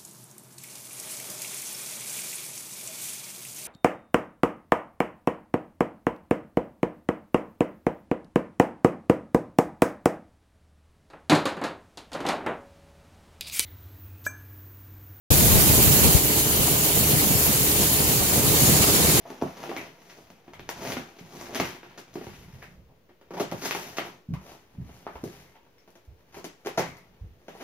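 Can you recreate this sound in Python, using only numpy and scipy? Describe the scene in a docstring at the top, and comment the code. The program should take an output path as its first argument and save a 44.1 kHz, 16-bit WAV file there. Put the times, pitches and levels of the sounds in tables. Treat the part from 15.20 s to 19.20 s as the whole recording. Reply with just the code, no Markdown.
"""A dense hiss and rattle of beans cuts in abruptly, close over the deck of a vibrating separator.
Thousands of beans tick against each other and ring the steel, now and then landing in clumps.
Air blown through the deck rumbles and bumps; the fan and the shaker drive hum below.
The place is a processing plant, the microphone a hand-held phone with two ports;
air from the deck buffets the left port in the first second."""
import sys
import numpy as np
from scipy import signal
from scipy.fft import rfft, irfft
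from scipy.io import wavfile
from scipy.ndimage import uniform_filter1d

SR = 44100
rng = np.random.default_rng(int(sys.argv[2]) if len(sys.argv) > 2 else 0)


def master(y):
    """Save y as 16-bit WAV."""
    cut = np.clip(np.atleast_2d(y).T, -1, 1)
    pcm = np.round(cut * 32767)  # scale
    wavfile.write(sys.argv[1], SR, pcm.astype(np.int16))


N = 176400
T = np.arange(N) / SR
FREQS = np.maximum(np.fft.rfftfreq(N, 1 / SR), 1)

SHAKE_HZ, TOP_HZ = 8.6, 15720  # strokes of the deck; upper edge of the sound
HISS_PER_S, SPILL_PER_S, RATTLE_PER_S = 8000, 8000, 5000


def undb(db):
    """Decibels to gain."""
    return 10 ** (np.asarray(db) / 20)


def unit(x):
    """Scale to rms 1."""
    return x / np.sqrt(np.mean(x ** 2))


def curve(rows):
    """Join rows of seconds and value by straight lines."""
    return np.interp(T, *np.array(rows).T)


def swell(at_s, half_s):
    """A smooth rise and fall, down to 1/e at half_s either side of its peak."""
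    return np.exp(-((T - at_s) / half_s) ** 2)


def colour(rows):
    """Gain at every frequency from rows of Hz and dB."""
    hz, db = np.array(rows).T
    return undb(np.interp(np.log(FREQS), np.log(hz), db))


def resonance(hz, width_hz):
    """The peak of one ringing mode across frequency, height 1."""
    return 1 / (1 + (2 * (FREQS - hz) / width_hz) ** 2)


def shaped(x, gain):
    """Filter by a gain per frequency, up to just above TOP_HZ; rms 1."""
    return unit(irfft(rfft(x) * gain * (FREQS < TOP_HZ + 200), N))


def walk(rate_hz):
    """Smooth random wander with spread 1."""
    spectrum = rfft(rng.standard_normal(N))
    return unit(irfft(spectrum * np.exp(-(FREQS / rate_hz) ** 2) * (FREQS > 1), N))


def at_ports(pair, gap_m=.15):
    """Sound from all sides at two spaced ports: partly alike in the bass, unrelated in the treble."""
    # Left-right likeness before the spacing lowers it. 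Each row: frequency in Hz, share from 0 to 1.
    likeness = [(25, 0.07), (60, 0.5), (130, 0.83), (400, 0.76), (1300, 1)]
    hz, share = np.array(likeness).T
    spacing = np.sinc(2 * FREQS * gap_m / 343)  # sound travels 343 m/s
    coherence = np.clip(np.interp(np.log(FREQS), np.log(hz), share), 0, .99) * spacing
    mid, side = irfft(rfft(pair) * np.sqrt([1 + coherence, 1 - coherence]), N)
    return np.array([mid + side, mid - side])


def turbulence(rows):
    """Air noise at both ports, coloured by rows of Hz and dB; rms 1."""
    return shaped(at_ports(rng.standard_normal((2, N))), colour(rows))


def ticks(per_s, spread_db=3.5):
    """Dense random collisions of unequal strength, in two channels."""
    hits = (rng.random((2, N)) < per_s / SR) * rng.choice([-1, 1], (2, N))
    return hits * undb(spread_db * np.clip(rng.standard_normal((2, N)), -2, 1))


def scatter(x, decay_s, wet_db, spots=10):
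    """Each tick is followed by close reflections, which differ from spot to spot on the deck."""
    spot = rng.integers(0, spots, N)
    age = T[:N // 64]
    out = x
    for k in range(spots):
        tail = rng.standard_normal((2, len(age))) * np.exp(-age / decay_s)
        tail /= np.sqrt(np.sum(tail ** 2, axis=1, keepdims=True))
        out = out + undb(wet_db) * signal.oaconvolve(x * (spot == k), tail, axes=1)[:, :N]
    return out


def band_flutter(x, depth_db=1.92, size=256, frames=14):
    """A slight random flutter of narrow frequency bands, laid over the hiss."""
    bands = signal.stft(x, nperseg=size)[2]
    wander = uniform_filter1d(rng.standard_normal(bands.shape), size=frames, axis=2)
    wander = unit(uniform_filter1d(wander, size=3, axis=1))  # neighbouring bands move together
    return signal.istft(bands * undb(depth_db * wander), nperseg=size)[1][:, :N]


def drive(gain_db=-1, waver_db=2.5, drift=0.015):
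    """The fan and the shaker drive hum below the deck, each line wavering in pitch and level."""
    # Tones of fan and drive. Each row: frequency in Hz, relative level in dB.
    hum = [(37.7, -48), (75.5, -37), (113, -47), (151, -39), (300, -42), (421.5, -39.5), (491, -52.5)]
    out = 0
    for hz, db in hum:
        phase = 2 * np.pi * np.cumsum(hz * (1 + drift * walk(18.6))) / SR
        out = out + np.sqrt(2) * np.sin(phase) * undb(db + gain_db + waver_db * walk(10.7))
    return out


def air_stream(roar_db=1.13, throb_db=0.8, flutter_db=1.5):
    """Air blown through the deck rumbles, throbbing with its strokes; deck and hood add a hollow roar."""
    # Spectra of rumble and roar. Each row: frequency in Hz, relative level in dB.
    rumble_colour = [(20, -24), (30, -23), (42, -11.5), (70, -4.5), (95, -5.5), (125, 2), (170, -2),
                     (210, -3.5), (270, -6.5), (420, -18), (900, -28.5), (3000, -42)]
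    roar_colour = [(100, -23), (210, -8.5), (310, 0), (450, -0.5), (540, -4.5), (640, -4.5), (900, -8),
                   (1400, -18.5), (3000, -23), (8000, -58)]
    # Their rise and fall. Each row: time in seconds, relative level in dB.
    rumble_level = [(.12, -27), (.35, -22), (.5, -23.5), (.93, -25.5), (1.0, -30.5), (1.6, -30),
                    (1.71, -39), (1.77, -28), (2.14, -30.5), (2.21, -30), (2.28, -30.5), (2.55, -30.5),
                    (2.8, -29), (3.2, -28.5), (3.5, -25), (3.75, -26), (4, -25)]
    roar_level = [(.12, -29), (.22, -30), (.36, -28), (.55, -29.5), (.9, -28.5), (1.05, -32.5), (1.68, -33),
                  (1.9, -31.5), (2.45, -33.5), (3.15, -31), (3.48, -28.5), (3.78, -29), (4, -27.5)]
    rumble = turbulence(rumble_colour) * undb(curve(rumble_level))
    roar = turbulence(roar_colour) * undb(curve(roar_level) + roar_db)
    strokes = np.sin(2 * np.pi * SHAKE_HZ * T + walk(1.2))
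    return (rumble + roar) * undb(throb_db * strokes + flutter_db * walk(42))


def bumps(gain_db=-6, half_s=.011):
    """Dull bumps in the air stream, each a few irregular low swings."""
    # Spectrum of a bump. Each row: frequency in Hz, relative level in dB.
    bump_colour = [(40, -16), (75, -6.5), (130, 2.5), (210, -7.5), (450, -17), (1500, -45)]
    # The bumps. Each row: centre in seconds, relative level in dB.
    moments = [(.118, -13), (.815, -20), (1.053, -16.5), (1.182, -21), (1.269, -22.5), (1.32, -26),
               (1.401, -15), (1.516, -21), (1.76, -22), (1.814, -16.5), (1.941, -14), (1.977, -15.5),
               (2.066, -17), (2.112, -16.5), (2.157, -14), (2.298, -18), (2.41, -16), (2.602, -19),
               (2.922, -36), (3.237, -25), (3.276, -16), (3.31, -15), (3.422, -15), (3.488, -15.5),
               (3.533, -13), (3.613, -14.5), (3.742, -18), (3.849, -22)]
    low = turbulence(bump_colour)
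    out = 0
    for at_s, db in moments:
        shape = swell(at_s, half_s)
        shape_rms = np.sqrt(np.mean(shape ** 2))
        out = out + undb(db + gain_db) * unit(low * shape) * shape_rms
    return out


def port_wind(puff_s=.95, puff_hz=125, puff_db=0.5, decay_s=0.01, sag=0.36):
    """Air hits the left port directly: short buffets, then one hard puff whose swing slows as it dies."""
    # Gusts on the port. Each row: centre in seconds, half length in seconds, level in dB.
    buffets = [(0.112, 0.016, -11), (0.208, 0.11, -19.5), (0.354, 0.035, -16.5), (0.59, 0.24, -22),
               (0.858, 0.04, -16)]
    # Spectrum of the gusts. Each row: frequency in Hz, relative level in dB.
    buffet_colour = [(20, -17), (45, -6), (75, 1.5), (160, -8.5), (400, -16.5), (1500, -39), (6000, -75)]
    strength = sum(undb(db) * swell(at_s, half_s) for at_s, half_s, db in buffets)
    gusts = strength * shaped(rng.standard_normal(N), colour(buffet_colour))
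    age = np.maximum(T - puff_s, 0)
    cycles = puff_hz * age / (1 + sag * age / decay_s)
    puff = undb(puff_db) * np.sin(2 * np.pi * cycles) * np.exp(-age / decay_s)
    return np.array([gusts + puff, np.zeros(N)])


def panel():
    """A steel panel rings under the beans, and fades as the microphone moves out over the deck."""
    # Modes of the panel. Each row: frequency in Hz, width in Hz, relative level in dB.
    modes = [(2906, 190, -3), (3130, 230, -4.5)]
    # The ring at the microphone. Each row: time in seconds, level in dB.
    level = [(.12, -46), (.7, -38), (.9, -38), (1.06, -43), (1.2, -39), (1.5, -40), (1.9, -41), (2.15, -44),
             (2.8, -41), (3.3, -52), (4, -49)]
    power = sum((undb(db) * resonance(hz, width)) ** 2 for hz, width, db in modes)
    return shaped(ticks(RATTLE_PER_S), np.sqrt(power)) * undb(curve(level))


def clumps(half_s=0.013):
    """Clumps of beans land together in short, hollow clatters."""
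    # The landings. Each row: centre in seconds, level in dB.
    landings = [(1.482, -28.5), (1.56, -31), (2.043, -31), (2.27, -30.5), (2.635, -35), (3.003, -32.5),
                (3.102, -33), (3.55, -31), (3.64, -25.5)]
    # Spectrum of a clatter. Each row: frequency in Hz, relative level in dB.
    clatter_colour = [(300, -11), (650, 3.5), (1100, 0), (1800, -12), (3000, -5), (6000, -35)]
    strength = sum(undb(db) * swell(at_s, half_s) for at_s, db in landings)
    return shaped(at_ports(ticks(RATTLE_PER_S)), colour(clatter_colour)) * strength


def beans(hiss_db=4, spill_db=3, rattle_db=2.07, stroke_db=0.26, flow_db=0.56):
    """Close up: bean-on-bean hiss, bright spill on to the chute and bean-on-steel rattle."""
    # Spectra of the three layers. Each row: frequency in Hz, relative level in dB.
    hiss_colour = [(3000, -27.5), (4500, -7.5), (5600, -7), (6400, -1.2), (7350, -0.5), (8300, -4.5),
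                   (10000, -1.5), (11800, -2.4), (13800, -6.5), (15500, -5.5)]
    spill_colour = [(5000, -20.5), (8300, -12.5), (9800, -6.5), (11500, -4.5), (13200, -1.5), (14500, -4),
                    (15500, -4.5)]
    rattle_colour = [(500, -29), (1000, -3), (1400, -2.6), (1800, -2), (2400, -0.8), (3050, -1.2),
                     (3750, 0.2), (4400, -0.5), (5500, -4), (8000, -6), (16000, -30)]
    # Their rise and fall. Each row: time in seconds, relative level in dB.
    hiss_level = [(.12, -27), (.93, -26), (1.08, -31), (1.2, -28.5), (1.25, -29.5), (1.4, -30), (2.4, -29),
                  (3.2, -29), (3.42, -26), (3.55, -25), (3.7, -26.5), (4, -26)]
    spill_level = [(.12, -24), (.5, -23), (.92, -23.5), (1.0, -27.5), (1.12, -28), (1.2, -26), (1.25, -31),
                   (1.35, -27.5), (2.3, -26.5), (3.2, -29), (3.43, -26), (3.7, -29), (4, -28.5)]
    rattle_level = [(.12, -28.5), (.93, -29), (1.08, -33), (1.2, -31.5), (1.26, -33.5), (1.45, -32),
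                    (2.3, -31.5), (3.18, -31.5), (3.32, -29.5), (3.62, -27.5), (3.86, -28), (4, -27)]
    # Ringing of the steel deck. Each row: frequency in Hz, width in Hz, boost in dB.
    deck_modes = [(3708, 55, 3.5), (4123, 60, 2), (4364, 50, 1.5), (5126, 50, 2), (7350, 160, 2),
                  (11770, 200, 2.5), (13400, 200, 1)]
    # Balance as the microphone moves. Each row: time in seconds, left minus right in dB.
    balance = [(.1, -3), (.9, -3.5), (1.05, -2), (3.1, -2.5), (4, -2.5)]
    # The flow wanders, and surges slightly with each stroke of the deck.
    surge_db = stroke_db * np.sin(2 * np.pi * SHAKE_HZ * T) + flow_db * walk(29)
    ring = undb(sum(db * resonance(hz, width) for hz, width, db in deck_modes))
    hiss = scatter(ticks(HISS_PER_S), decay_s=0.0043, wet_db=0.5)
    spill = scatter(ticks(SPILL_PER_S), decay_s=0.0066, wet_db=-18)
    rattle = at_ports(scatter(ticks(RATTLE_PER_S), decay_s=0.013, wet_db=0))
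    patter = (shaped(hiss, colour(hiss_colour)) * undb(curve(hiss_level) + hiss_db)
              + shaped(spill, colour(spill_colour) * ring) * undb(curve(spill_level) + spill_db)
              + shaped(rattle, colour(rattle_colour) * ring) * undb(curve(rattle_level) + rattle_db))
    pan_db = curve(balance)
    return band_flutter(patter) * undb(surge_db + np.array([pan_db, -pan_db]) / 2)


def scene():
    """The whole machine, heard from just above its deck."""
    return beans() + panel() + clumps() + air_stream() + bumps() + drive() + port_wind()


def record(dry, start_s=0.1036, fade_s=0.0024):
    """The two microphone ports differ a little in colour; the sound cuts in, and the top is cut off."""
    # Mismatch of the ports. Each row: frequency in Hz, left minus right in dB.
    port_balance = [(200, -1), (900, 0.5), (2000, 1), (5000, 2), (7200, 3.5), (8500, 3), (10500, 1.5),
                    (13000, 1), (15500, 1)]
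    tilt = np.sqrt(colour(port_balance))
    heard = irfft(rfft(dry) * np.array([tilt, 1 / tilt]), N)
    fade_in = np.clip((T - start_s) / fade_s, 0, 1)
    low_pass = signal.ellip(12, .1, 80, TOP_HZ, fs=SR, output="sos")
    return signal.sosfilt(low_pass, heard * fade_in)


dry = scene()
out = record(dry)
master(out)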